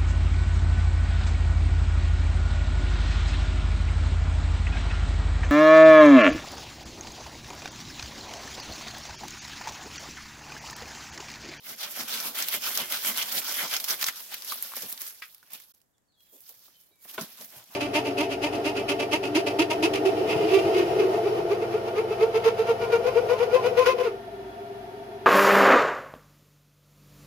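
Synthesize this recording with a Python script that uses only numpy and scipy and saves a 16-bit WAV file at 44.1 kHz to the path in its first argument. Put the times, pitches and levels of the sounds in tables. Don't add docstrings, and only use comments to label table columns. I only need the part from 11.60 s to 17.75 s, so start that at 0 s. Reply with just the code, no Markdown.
import sys
import numpy as np
from scipy import signal
from scipy.fft import rfft, irfft, next_fast_len
from scipy.io import wavfile
from scipy.ndimage import uniform_filter1d

SR = 44100
rng = np.random.default_rng(int(sys.argv[2]) if len(sys.argv) > 2 else 0)


def put_to_file(sound):
    columns = np.atleast_2d(sound).T
    safe = np.clip(columns, -1, 1)
    whole_steps = np.round(safe * 32767)
    wavfile.write(sys.argv[1], SR, whole_steps.astype(np.int16))


def invert_db(x):
    u = np.asarray(x, float) / 20
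    return 10 ** u


N = 271215

# (from [Hz], to [Hz])
ZONES_HZ = [(2000, 7000), (100, 500), (600, 1600), (9000, 15500)]
# (frequency [Hz], density [dB per Hz])
RUB_COLOUR = [(15, -72), (25, -34.5), (166, -8.5), (223, -4.5), (416, -6.5), (607, -4), (754, -4.5),
              (1330, -3.5), (1890, -3.5), (2280, -5.5), (2480, -3.5), (5570, -4), (8360, -11),
              (12900, -0.5), (16000, -6)]
# (frequency [Hz], width [Hz], level [dB])
BRANCH_MODES = [(230, 85, -5.5), (622, 69, -4.5), (1445, 300, -7.5), (2205, 450, -5.5), (3300, 910, -8.5),
                (5400, 550, -13.5)]
# (frequency [Hz], likeness [0-1])
LIKENESS = [(60, 0.4), (130, 0.9), (290, 0.75), (640, 0.5), (1410, 0.2), (3100, 0), (6820, 0), (15000, 0)]
# (frequency [Hz], density [dB per Hz])
AIR_COLOUR = [(15, -47), (25, -4), (134, 2.5), (677, -4.5), (1290, -10), (1790, -9.5), (2280, -20.5),
              (3430, -20), (5140, -23), (7310, -12.5), (16000, -32)]
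# (frequency [Hz], left minus right [dB])
CAPSULE_LEAN = [(2000, 0.5), (6000, -1.4), (14000, -2)]
# (time [s], left minus right [dB])
PAN = [(0, -0.5), (.5, -0.1), (2.4, -0.7), (2.7, 0.7), (3.9, -1.3), (4.3, -2), (5.0, -1.3), (6.15, -0.27)]
# (time [s], level [dB])
STIR = [(0, -56.5), (.15, -64), (.33, -49.5), (1.1, -41.5), (2.1, -38.5), (2.4, -43.5), (2.68, -49.5),
        (3.05, -46), (3.3, -46), (3.55, -63), (3.89, -67.5), (4.02, -63), (4.14, -73.5), (4.3, -86.5),
        (4.55, -89.5), (4.67, -70.5), (5.15, -66.5), (5.38, -76)]
# (crest start [s], hold [s], crest [dB], sizzle re rasp [dB], branch ring [dB])
PUSHES = [
    (.052, 0.09, -41, 2, -0.5),
    (.362, 0.069, -33.5, -1, -0.5),
    (.637, 0.064, -33, 1, -1.5),
    (.918, 0.047, -29, 2, 1),
    (1.165, 0.072, -31, 0, 0.5),
    (1.447, 0.072, -28, .5, -1),
    (1.724, 0.074, -32.5, 4.5, 1.5),
    (1.993, 0.07, -29.5, -0.5, 2),
    (2.287, 0.051, -29.5, 2.5, 0),
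]
# (crest start [s], hold [s], crest [dB], sizzle re rasp [dB], branch ring [dB])
PULLS = [(.192, 0.089, -35, -2.5, 1.5), (.484, 0.1, -29.5, -4, -3), (.578, 0.067, -35, -1, -2.5),
         (.758, 0.09, -31.5, 1.5, -0.5), (1.028, 0.098, -30.5, -0.5, -1), (1.3, 0.073, -28.5, -4, -2.5),
         (1.562, 0.07, -30, -2, 1), (1.847, 0.077, -33, -2.5, 0.5), (2.113, 0.054, -28.5, -2, 0.5),
         (2.413, .022, -30, 2, 0.5), (2.463, .034, -29, -1.5, -2)]
# (crest start [s], hold [s], crest [dB], sizzle re rasp [dB])
DRAGS = [(.302, 0.037, -42, 6), (.88, 0.015, -34, 4), (1.149, 0.0098, -29, 3), (1.415, 0.027, -41, 4.5),
         (1.677, .03, -34, 1.5), (1.935, .045, -38, 3), (2.238, .018, -39, -4), (2.563, 0.065, -43.5, 4.5),
         (2.715, 0.042, -36.5, -3.5), (2.875, 0.071, -36.5, 2.5), (3.009, 0.055, -41.5, 5),
         (3.163, 0.017, -38, 2), (3.21, 0.031, -41.5, 7), (3.288, 0.0265, -44, 7), (3.404, 0.015, -40.5, 5),
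         (3.441, 0.043, -41, 5), (3.557, 0.14, -56, 4.5), (3.702, 0.035, -69, 16), (3.85, 0.03, -63, -13),
         (3.928, 0.035, -44.5, 2.5), (3.994, 0.022, -66, 8), (4.072, 0.064, -67, 9)]
# (crest start [s], hold [s], crest [dB], sizzle re rasp [dB])
FAR_DRAGS = [(4.611, 0.037, -69, 8.5), (4.724, 0.0534, -64, 15), (4.864, 0.066, -53, 3.5),
             (4.963, .062, -68.5, 7), (5.031, .061, -58.5, 4.5), (5.202, 0.02, -66.5, 11)]
# (crest start [s], hold [s], crest [dB], sizzle re rasp [dB], branch ring [dB])
FAR_TUGS = [
    (5.426, 0.039, -58, 9.5, 0),
    (5.485, 0.027, -45.5, 2.5, 3.5),
    (5.53, 0.033, -43, -1, -3),
    (5.577, 0.075, -41, 1.3, 2),
    (5.65, 0.13, -51.5, 2.5, 1),
    (5.785, .075, -47.5, 6, -1),
    (5.87, 0.058, -56, 6.5, -1),
    (5.925, .1, -49, 2.5, 4),
    (6.03, 0.12, -59, 1, 0),
    (6.115, 0.054, -54, 6.5, 7),
]
# (rise [dB/s], fall [dB/s], wood body re rasp [dB], branch ring re rasp [dB])
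PUSH = (600, 601, -15.5, -8)
PULL = (652, 652, -24, -7.5)
DRAG = (354, 174, -20.5, -11)
FAR_DRAG = (324, 103, -15, -18)
FAR_TUG = (500, 350, -14, -12)
# (time [s], peak [dB], ring [Hz], bright edge re
# peak [dB])
TICKS = [(.1622, -46, 3700, 11), (0.4336, -29.5, 5000, 7), (.824, -17.5, 5770, -3.5),
         (0.9407, -21.5, 2240, 5.5), (.951, -23.5, 5500, 1), (1.1747, -12.5, 5250, 0),
         (1.449, -20.5, 5680, -3), (1.469, -24, 5000, -4), (1.5747, -14, 4220, 2), (1.7236, -34, 4130, 3),
         (1.794, -23, 5000, 3), (1.8185, -26, 2500, -10), (1.924, -25, 6630, 7), (2.1387, -15, 3300, -9.5),
         (2.201, -27.5, 3790, -8), (2.2472, -27, 5170, 7), (2.4278, -20.5, 3700, -1.5),
         (2.4288, -18, 2000, -15), (2.4418, -21, 2050, -15), (2.4428, -16, 5370, -3.5),
         (2.4858, -17, 1620, -18), (.7722, -23, 2210, -10), (2.4666, -22, 5040, 3), (2.7213, -34, 5000, -2),
         (2.742, -21, 4560, -8), (2.801, -40, 5500, -6), (2.823, -28.5, 4910, -11), (2.889, -30, 5500, -3),
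         (2.924, -28, 4600, -8), (3.156, -37, 5000, 11), (3.1946, -32, 7490, 4), (3.296, -35, 6000, 10),
         (3.308, -34, 8000, 7), (3.377, -29, 4910, -10), (3.4098, -35, 6000, 10), (3.469, -31, 8000, 3),
         (3.7155, -51, 4220, 10), (3.7812, -48, 5000, 6), (3.9045, -50, 5000, 8),
               (3.9195, -44, 5000, 12), (4.0007, -41, 7230, 1), (4.0367, -43, 4910, 1),
               (4.1429, -66, 5860, 13), (4.1478, -51, 6200, 3), (4.2035, -58, 4100, 4),
               (4.3816, -59, 6930, -7), (4.4206, -68, 7000, -5), (4.7653, -50, 6030, 8),
               (4.8059, -54, 7150, 11), (4.993, -50, 5340, 9), (5.2363, -57, 5000, 8),
               (5.3572, -59, 5080, 8), (5.425, -55, 5080, 12), (5.5124, -41, 3360, 13),
               (5.814, -37, 6000, 0), (5.847, -35.5, 6500, 2), (6.0405, -44, 6630, 7)]
# (time [s], peak [dB], ring [Hz], tick re peak [dB])
FIBRES = [(0.5428, -27, 2630, -11), (0.601, -23.5, 5470, -9.5), (.824, -19.5, 5800, -11),
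          (0.8846, -23, 4020, 4), (0.931, -27.5, 3525, 2), (1.1735, -19.5, 6380, -2),
          (1.3219, -19.5, 3010, -0.5), (1.4482, -26, 2300, -10), (1.562, -25, 4000, -7),
          (1.5805, -20.5, 3410, -3), (1.723, -24.5, 4400, 1), (1.9916, -25.5, 1770, -9),
          (2.138, -20.5, 3200, -6), (2.165, -17, 5340, -10), (2.1997, -25.5, 5100, -10.5),
          (2.2418, -22.5, 5500, 1.5), (2.412, -25, 4820, -8), (2.4264, -21.5, 4520, -9),
          (2.441, -16, 5480, -7.5), (2.465, -23.5, 5100, -5), (2.4842, -17, 1751, -12)]
# (time [s], peak [dB], ring [Hz], tick re peak [dB], thud re peak [dB])
TWIGS = [(2.7412, -28, 2090, 2.5, -20), (2.7195, -36, 880, -4, -26), (2.957, -39, 850, 6, -15),
         (2.821, -30, 4750, -11, -41), (2.8464, -39, 6940, 10, -26), (2.9212, -24.5, 1190, -14, -22),
         (3.024, -40.5, 2080, 20, -30), (3.1188, -35.5, 1130, -1.96, -22.5), (3.136, -35, 1160, -2.5, -15),
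         (3.1654, -31, 5400, 6, 5.5), (3.2216, -32, 5100, 3, -22), (3.3253, -36, 5800, 13, 2),
         (3.3758, -35, 4100, -11, -35), (3.4165, -31.5, 6550, 6.5, -7), (3.4651, -35, 5880, 2, -32),
         (3.746, -47.5, 5400, 9, -25), (3.828, -49.5, 1470, -31, 3), (3.905, -55.5, 3070, 11, -19),
         (3.933, -45.5, 2240, 17, -29.5), (3.9998, -50, 2190, -8, -28)]
# (time [s], peak [dB], ring [Hz], tick re peak [dB], thud re peak [dB])
FAR_TWIGS = [(4.2153, -61.5, 5570, 5, -25), (4.3804, -71, 1815, -6, -18), (4.5211, -68.5, 3890, -8.5, -8.5),
             (4.605, -57, 3360, 0, -26), (4.8044, -60.5, 6800, 19, -22), (4.8918, -52, 4900, 16.5, 8),
             (5.08, -55, 1230, -8, 8), (5.448, -47.5, 1760, 2, 10), (5.5443, -42, 1910, 3, 3),
             (5.787, -45, 1090, -9.5, -10), (5.8104, -38, 6800, -10, -8)]
# (time [s], peak [dB], pitch [Hz], length [s])
STEPS = [(3.217, -41.5, 460, 0.027), (3.233, -43.5, 190, 0.031), (3.925, -55, 256, 0.028),
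         (4.722, -57, 460, 0.058), (4.894, -61, 625, 0.027), (5.296, -66.5, 498, 0.039),
         (5.603, -39.5, 226, 0.041), (5.804, -40.5, 620, 0.012), (5.811, -58, 226, 0.038),
         (5.928, -54.5, 750, 0.11), (5.955, -61.5, 129, 0.076), (6.086, -60, 223, 0.024),
         (6.096, -54.5, 990, 0.096)]
# (time [s], peak [dB], bounce spread [s])
KNOCK = [
    (3.6205, -27.5, 0.00602),
]
# (time [s], peak [dB], bounce spread [s])
DROP = [
    (5.5792, -20.5, .012),
]
# (frequency [Hz], level [dB], T60 [s])
KNOCK_MODES = [(1258, -6.5, 0.11), (1620, -7, 0.072), (1980, -3, 0.084), (2300, -0.5, 0.072),
               (2890, -4.5, 0.049), (3440, -7, 0.047), (4685, -6, 0.039)]
# (frequency [Hz], level [dB], T60 [s])
DROP_MODES = [(226, -8.5, .09), (403, -2, 0.048), (653, -5.5, 0.11), (1010, 0, 0.077), (1350, -4.5, 0.068),
              (1460, -1, 0.046), (2220, -6, 0.025), (2660, -6, 0.026), (3400, -0.5, 0.0084)]
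# (time [s], length [s], from [Hz], to [Hz], level [dB])
WHISTLES = [(4.335, .025, 3750, 3150, -82), (4.475, .045, 4500, 4100, -79), (4.515, .05, 3950, 3750, -80),
            (4.53, .04, 3600, 3320, -80), (4.515, .06, 4650, 4350, -84), (4.56, .09, 3330, 3300, -72),
            (4.56, .11, 4300, 3900, -80), (4.63, .08, 7300, 7100, -80), (4.655, .09, 3290, 3260, -77),
            (4.675, .03, 3750, 3650, -78), (4.715, .09, 3500, 3460, -74), (5.133, .046, 3150, 3040, -69),
            (5.18, .04, 3150, 2900, -78), (5.245, .036, 4200, 4100, -78), (5.3, .13, 2320, 2260, -79),
            (5.303, .045, 3850, 3830, -78), (6.12, .036, 3980, 3920, -63)]

AIR_DB = -77
BREAK_S = 2.5
SHOULDER_DB, REST_SIZZLE_DB = 5.5, 1.5
STIR_BODY_DB, STIR_BRANCH_DB = -18, -11
STEP_BODY_DB, STEP_FALL_DB_S = -13, 200.5
BODY_LAG_S = 0.015
SETTLE_DB_S = 3.5
RUMBLE_HZ, RUMBLE_S = 110, 0.22
GRIP_SHIFT, GRIP_SWING_DB = 0.047, 6.5
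TICK_T60_S, EDGE_HZ, EDGE_T60_S = 0.0056, 12700, 0.0034
CRUMBLE_DB, CRUMBLE_T60_S = -6.5, 0.016
SNAP_T60_S, SNAP_T60_SLOPE = 0.049, 0.23
CLICK_DB, FIBRE_THUD_DB = -6, -25
TREES_T60_S, TREES_DB = 0.077, -19
GAP_START_S, GAP_END_S, GAP_FADE_S = 4.122, 4.138, 0.002
TOP_HZ = 15900
SIDES = np.array([[1], [-1]])


def colour(x, points):
    size = next_fast_len(x.shape[-1])
    hz, db = np.transpose(points)
    bin_hz = np.arange(size // 2 + 1) * SR / size
    gain = invert_db(np.interp(np.log(bin_hz + 1), np.log(hz), db))
    return irfft(rfft(x, size) * gain, size)[..., :x.shape[-1]]


def band(x, lo_hz, hi_hz):
    sos = signal.butter(2, [lo_hz, min(hi_hz, 0.45 * SR)], "band", fs=SR, output="sos")
    return signal.sosfilt(sos, x)


def unit(x):
    return x / np.sqrt(np.mean(x ** 2))


def walk(rate_hz):
    k = int(SR / rate_hz)
    held = np.repeat(rng.standard_normal(N // k + 1), k)
    return 1.18 * uniform_filter1d(held, k)[:N]


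def pair(hz, size):
    like_hz, likeness = np.transpose(LIKENESS)
    like = np.clip(np.interp(np.log(hz), np.log(like_hz), likeness), 0, 1) ** 0.49
    mid, side = rng.standard_normal((2, size))
    return np.sqrt((1 + like) / 2) * mid + np.sqrt((1 - like) / 2) * side * SIDES


def ring(hz, t60_s, size):
    t = np.arange(size) / SR
    return np.sin(2 * np.pi * hz * t) * invert_db(-60 * t / max(t60_s, 1e-3))


def add(out, s, x):
    i = int(s * SR)
    out[:, i:i + x.shape[-1]] += x[..., :N - i]


def trees(x, t60_s, db):
    t = np.arange(SR // 2) / SR
    tail = rng.standard_normal((2, len(t))) * invert_db(-60 * t / t60_s) * (t > 0.004)
    tail *= invert_db(db) / np.sqrt((tail ** 2).sum(axis=1, keepdims=True))
    return x + signal.fftconvolve(x, tail, axes=1)[:, :N]


def air():
    mid, side = rng.standard_normal((2, N))
    level = invert_db(AIR_DB + 1.0 + 0.8 * walk(2.1))
    return level * unit(colour(mid + 0.93 * side * SIDES, AIR_COLOUR))


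def swell(t, s, hold_s, crest_db, rise_db_s, fall_db_s):
    off_centre = np.abs(2 * (t - s) / max(hold_s, 0.004) - 1)
    crest = crest_db - SHOULDER_DB * np.minimum(off_centre, 1)
    return crest - rise_db_s * np.maximum(s - t, 0) - fall_db_s * np.maximum(t - s - hold_s, 0)


def effort(t):
    grid_s = np.arange(0, N / SR + 0.1, 0.001)
    rest_db = np.array([[0], [STIR_BODY_DB], [STIR_BRANCH_DB], [REST_SIZZLE_DB]])
    power = invert_db(2 * (np.interp(grid_s, *np.transpose(STIR)) + rest_db))
    kinds = ((PUSHES, PUSH), (PULLS, PULL), (DRAGS, DRAG), (FAR_DRAGS, FAR_DRAG), (FAR_TUGS, FAR_TUG))
    for rows, (rise_db_s, fall_db_s, body_db, branch_db) in kinds:
        for s, hold_s, crest_db, sizzle_db, *ring_db in rows:
            level_db = swell(grid_s, s, hold_s, crest_db, rise_db_s, fall_db_s)
            share_db = np.array([[0], [body_db], [branch_db + sum(ring_db)], [sizzle_db]])
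            power = power + invert_db(2 * (level_db + share_db))
    rasp, body, branch, sizzle = 10 * np.log10(power)
    tread = sum(invert_db(2 * swell(grid_s, s, length_s, db + STEP_BODY_DB, 900, STEP_FALL_DB_S))
                for s, db, hz, length_s in STEPS)
    body = np.interp(grid_s - BODY_LAG_S, grid_s, body)
    body = body - SETTLE_DB_S * (np.minimum(grid_s, BREAK_S) - 1)
    body = 10 * np.log10(invert_db(2 * body) + tread)
    return [np.interp(t, grid_s, db) for db in (rasp, body, branch, sizzle)]


def crackle(rate_hz, spread_db, tail_s):
    size_db = spread_db * rng.exponential(1, N).clip(0, 3.4)
    hits = (rng.random(N) < rate_hz / SR) * invert_db(2 * size_db)
    power = signal.lfilter([1], [1, -np.exp(-1 / (max(tail_s, 1e-4) * SR))], hits)
    return power / power.mean()


def rustle(zone_db):
    f = np.arange(20, 16000.)
    hz, db = np.transpose(RUB_COLOUR)
    power = invert_db(2 * np.interp(np.log(f), np.log(hz), db))
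    lift_db = []
    for db, (lo, hi) in zip(zone_db, ZONES_HZ):
        zone_power = power[(f > lo) & (f < hi)].sum() * 2 / SR
        lift_db.append(db - 10 * np.log10(zone_power))
    lift_db = np.array(lift_db)[[1, 2, 0, 3]]
    centres = np.log([250, 1400, 4800, 12000])
    shared = 0.42 + 0.34 * crackle(1500, 3.6, 0.0022) + 0.17 * crackle(130, 4.2, 0.0062)
    out = np.zeros((2, N))
    for hz in 30 * 2 ** np.arange(0, 9.3, 0.5):
        place = np.interp(np.log(hz), centres, np.arange(4))
        k = min(int(place), 2)
        db = lift_db[k] + (place - k) * (lift_db[k + 1] - lift_db[k]) + 1.86 * walk(25)
        if hz < RUMBLE_HZ:
            db = uniform_filter1d(db, int(RUMBLE_S * SR))
        own = 0.42 + 0.27 * crackle(40 + hz / 30, 4.7, 16.0 / hz + 0.0014)
        push = pair(hz, N) * np.sqrt(shared * own)
        out += invert_db(db) * band(push, hz / 2 ** 0.24, hz * 2 ** 0.29)
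    rung = np.zeros((2, N))
    for hz, width_hz, db in BRANCH_MODES:
        for k in (1 - GRIP_SHIFT, 1 + GRIP_SHIFT):
            swing = invert_db(db - 4 + GRIP_SWING_DB * np.minimum(walk(12), 1.5))
            rung += swing * band(out, hz * k - width_hz / 4.14, hz * k + width_hz / 3.4)
    sawing = np.where(np.arange(N) / SR < BREAK_S, 1, 0.3)
    return colour(out + invert_db(-0.5) * sawing * rung, RUB_COLOUR)


def strain(t, hush_db=0.5, before_s=0.016, lift_db=5.5, lift_s=0.0076):
    grid_s = np.arange(0, N / SR + 0.1, 0.001)
    loading = sum(np.exp(-((grid_s - row[0] + before_s) / before_s) ** 2) for row in breaks())
    airborne = sum(np.exp(-((grid_s - row[0] + lift_s) / lift_s) ** 2) for row in KNOCK + DROP)
    return invert_db(-np.interp(t, grid_s, hush_db * loading + lift_db * airborne))


def ticks():
    out, size = np.zeros((2, N)), 1024
    crumble = invert_db(CRUMBLE_DB - 60 * np.arange(size) / SR / CRUMBLE_T60_S)
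    for s, db, hz, edge_db in TICKS:
        low, high = rng.standard_normal((2, 2, size))
        body = ring(hz, TICK_T60_S, size) + crumble * unit(band(low, hz / 1.6, hz * 1.4))
        edge = ring(EDGE_HZ, EDGE_T60_S, size) + crumble * unit(band(high, 10000, 16000))
        add(out, s, invert_db(db - 4.0) * (body + invert_db(edge_db) * edge))
    return out


def breaks():
    rows = [tuple(row) + (FIBRE_THUD_DB,) for row in FIBRES] + list(TWIGS) + list(FAR_TWIGS)
    return [(s, db, hz, thud_db, tick_db, SNAP_T60_S * (hz / 1000) ** -SNAP_T60_SLOPE)
            for s, db, hz, tick_db, thud_db in rows]


def snaps():
    out, size = np.zeros((2, N)), 4096
    t = np.arange(size) / SR
    for s, db, hz, thud_db, tick_db, t60_s in breaks():
        fall = invert_db(-60 * t / max(t60_s, 0.004)) * np.minimum(t / 0.00062, 1)
        fall = 1.02 * fall + 0.49 * np.exp(-((t - 0.0012) / 0.00066) ** 2)
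        tear = 0.38 * unit(band(pair(hz, size), hz / 1.29, hz * 1.185))
        tear = tear + 0.3 * unit(band(pair(hz, size), 1200, 7500))
        tick_gain = invert_db(max(tick_db, -8))
        tick = tick_gain * unit(band(pair(12000, size), 11000, 23000))
        thud = unit(band(pair(400, size), 180, 1100))
        thud = thud * invert_db(-30 * t / max(t60_s, 0.004)) * np.minimum(t / 0.0063, 1)
        snap = (tear + 0.73 * tick) * fall + 0.19 * ring(hz, 1.3 * t60_s, size) + 0.2 * invert_db(thud_db) * thud
        add(out, s, invert_db(db) * snap)
        click = ring(hz, 0.0091, 256) + tick_gain * ring(12600, 0.002, 256)
        add(out, s + 0.000802, invert_db(db + CLICK_DB) * np.ones((2, 1)) * click)
    return out


def steps():
    out, size = np.zeros((2, N)), 8192
    t = np.arange(size) / SR
    for s, db, hz, length_s in STEPS:
        shape = np.minimum(t / 0.014, 1) * np.exp(-(t / length_s) ** 3)
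        add(out, s, invert_db(db - 4.0) * shape * unit(band(pair(hz, size), hz / 1.5, hz * 1.23)))
    return out


def stick(event, modes, count, longest_s, crunch_db):
    out, size = np.zeros((2, N)), 8192
    s, db, spread_s = event[0]
    for k, chance in enumerate(rng.standard_normal((count, 2, len(modes)))):
        hit = np.zeros(size)
        for (hz, mode_db, t60_s), c, e in zip(modes, *chance):
            mode = ring(hz * (1 + 0.0094 * e), min(t60_s, longest_s), size)
            hit += invert_db(mode_db + 0.63 * c) * np.sign(c) * mode
        add(out, s + spread_s * k / count, invert_db(db - 14.0 - 4.7 * k / count) * hit)
    grind = sum(invert_db(mode_db) * unit(band(pair(hz, size), hz / 1.1, hz * 1.195))
                for hz, mode_db, t60_s in modes)
    fade_db = -60 * np.arange(size) / SR / (1.64 * longest_s)
    add(out, s, invert_db(db + crunch_db + fade_db) * grind)
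    return band(out, 140, 9000)


def birds():
    out, waver = np.zeros((2, N)), 1 + 0.008 * walk(90)
    for s, length_s, from_hz, to_hz, db in WHISTLES:
        size = int(length_s * SR)
        pitch_hz = np.linspace(from_hz, to_hz, size) * waver[int(s * SR) - size:][:size]
        tone = np.sin(2 * np.pi * np.cumsum(pitch_hz) / SR)
        add(out, s, invert_db(db + 2) * signal.windows.tukey(size, 0.5) * tone)
    return trees(out, 0.32, 2.5)


def scene():
    t = np.arange(N) / SR
    pan_db = np.interp(t, *np.transpose(PAN))
    sticks = stick(KNOCK, KNOCK_MODES, count=3, longest_s=0.085, crunch_db=-14)
    sticks = sticks + stick(DROP, DROP_MODES, count=5, longest_s=0.11, crunch_db=-20.5)
    rubbing = strain(t) * rustle(effort(t))
    impacts = band(snaps() + ticks(), 140, 19000) + sticks + steps()
    work = rubbing + trees(impacts, TREES_T60_S, TREES_DB)
    return work * invert_db(np.array([pan_db, -pan_db]) / 2) + birds() + air()


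def top_cut(x):
    return signal.sosfilt(signal.butter(12, 17040, fs=SR, output="sos"), x)


def record(dry):
    t = np.arange(N) / SR
    gap = np.clip(np.maximum(GAP_START_S - t, t - GAP_END_S) / GAP_FADE_S, 0, 1)
    leaned = [colour(x, [(hz, sign * db / 2) for hz, db in CAPSULE_LEAN]) for x, sign in zip(dry, (1, -1))]
    low_pass = signal.ellip(10, 0.2, 75, TOP_HZ, fs=SR, output="sos")
    mix = signal.sosfilt(low_pass, np.array(leaned)) * gap
    return top_cut(mix)


dry = scene()
out = record(dry)
put_to_file(out)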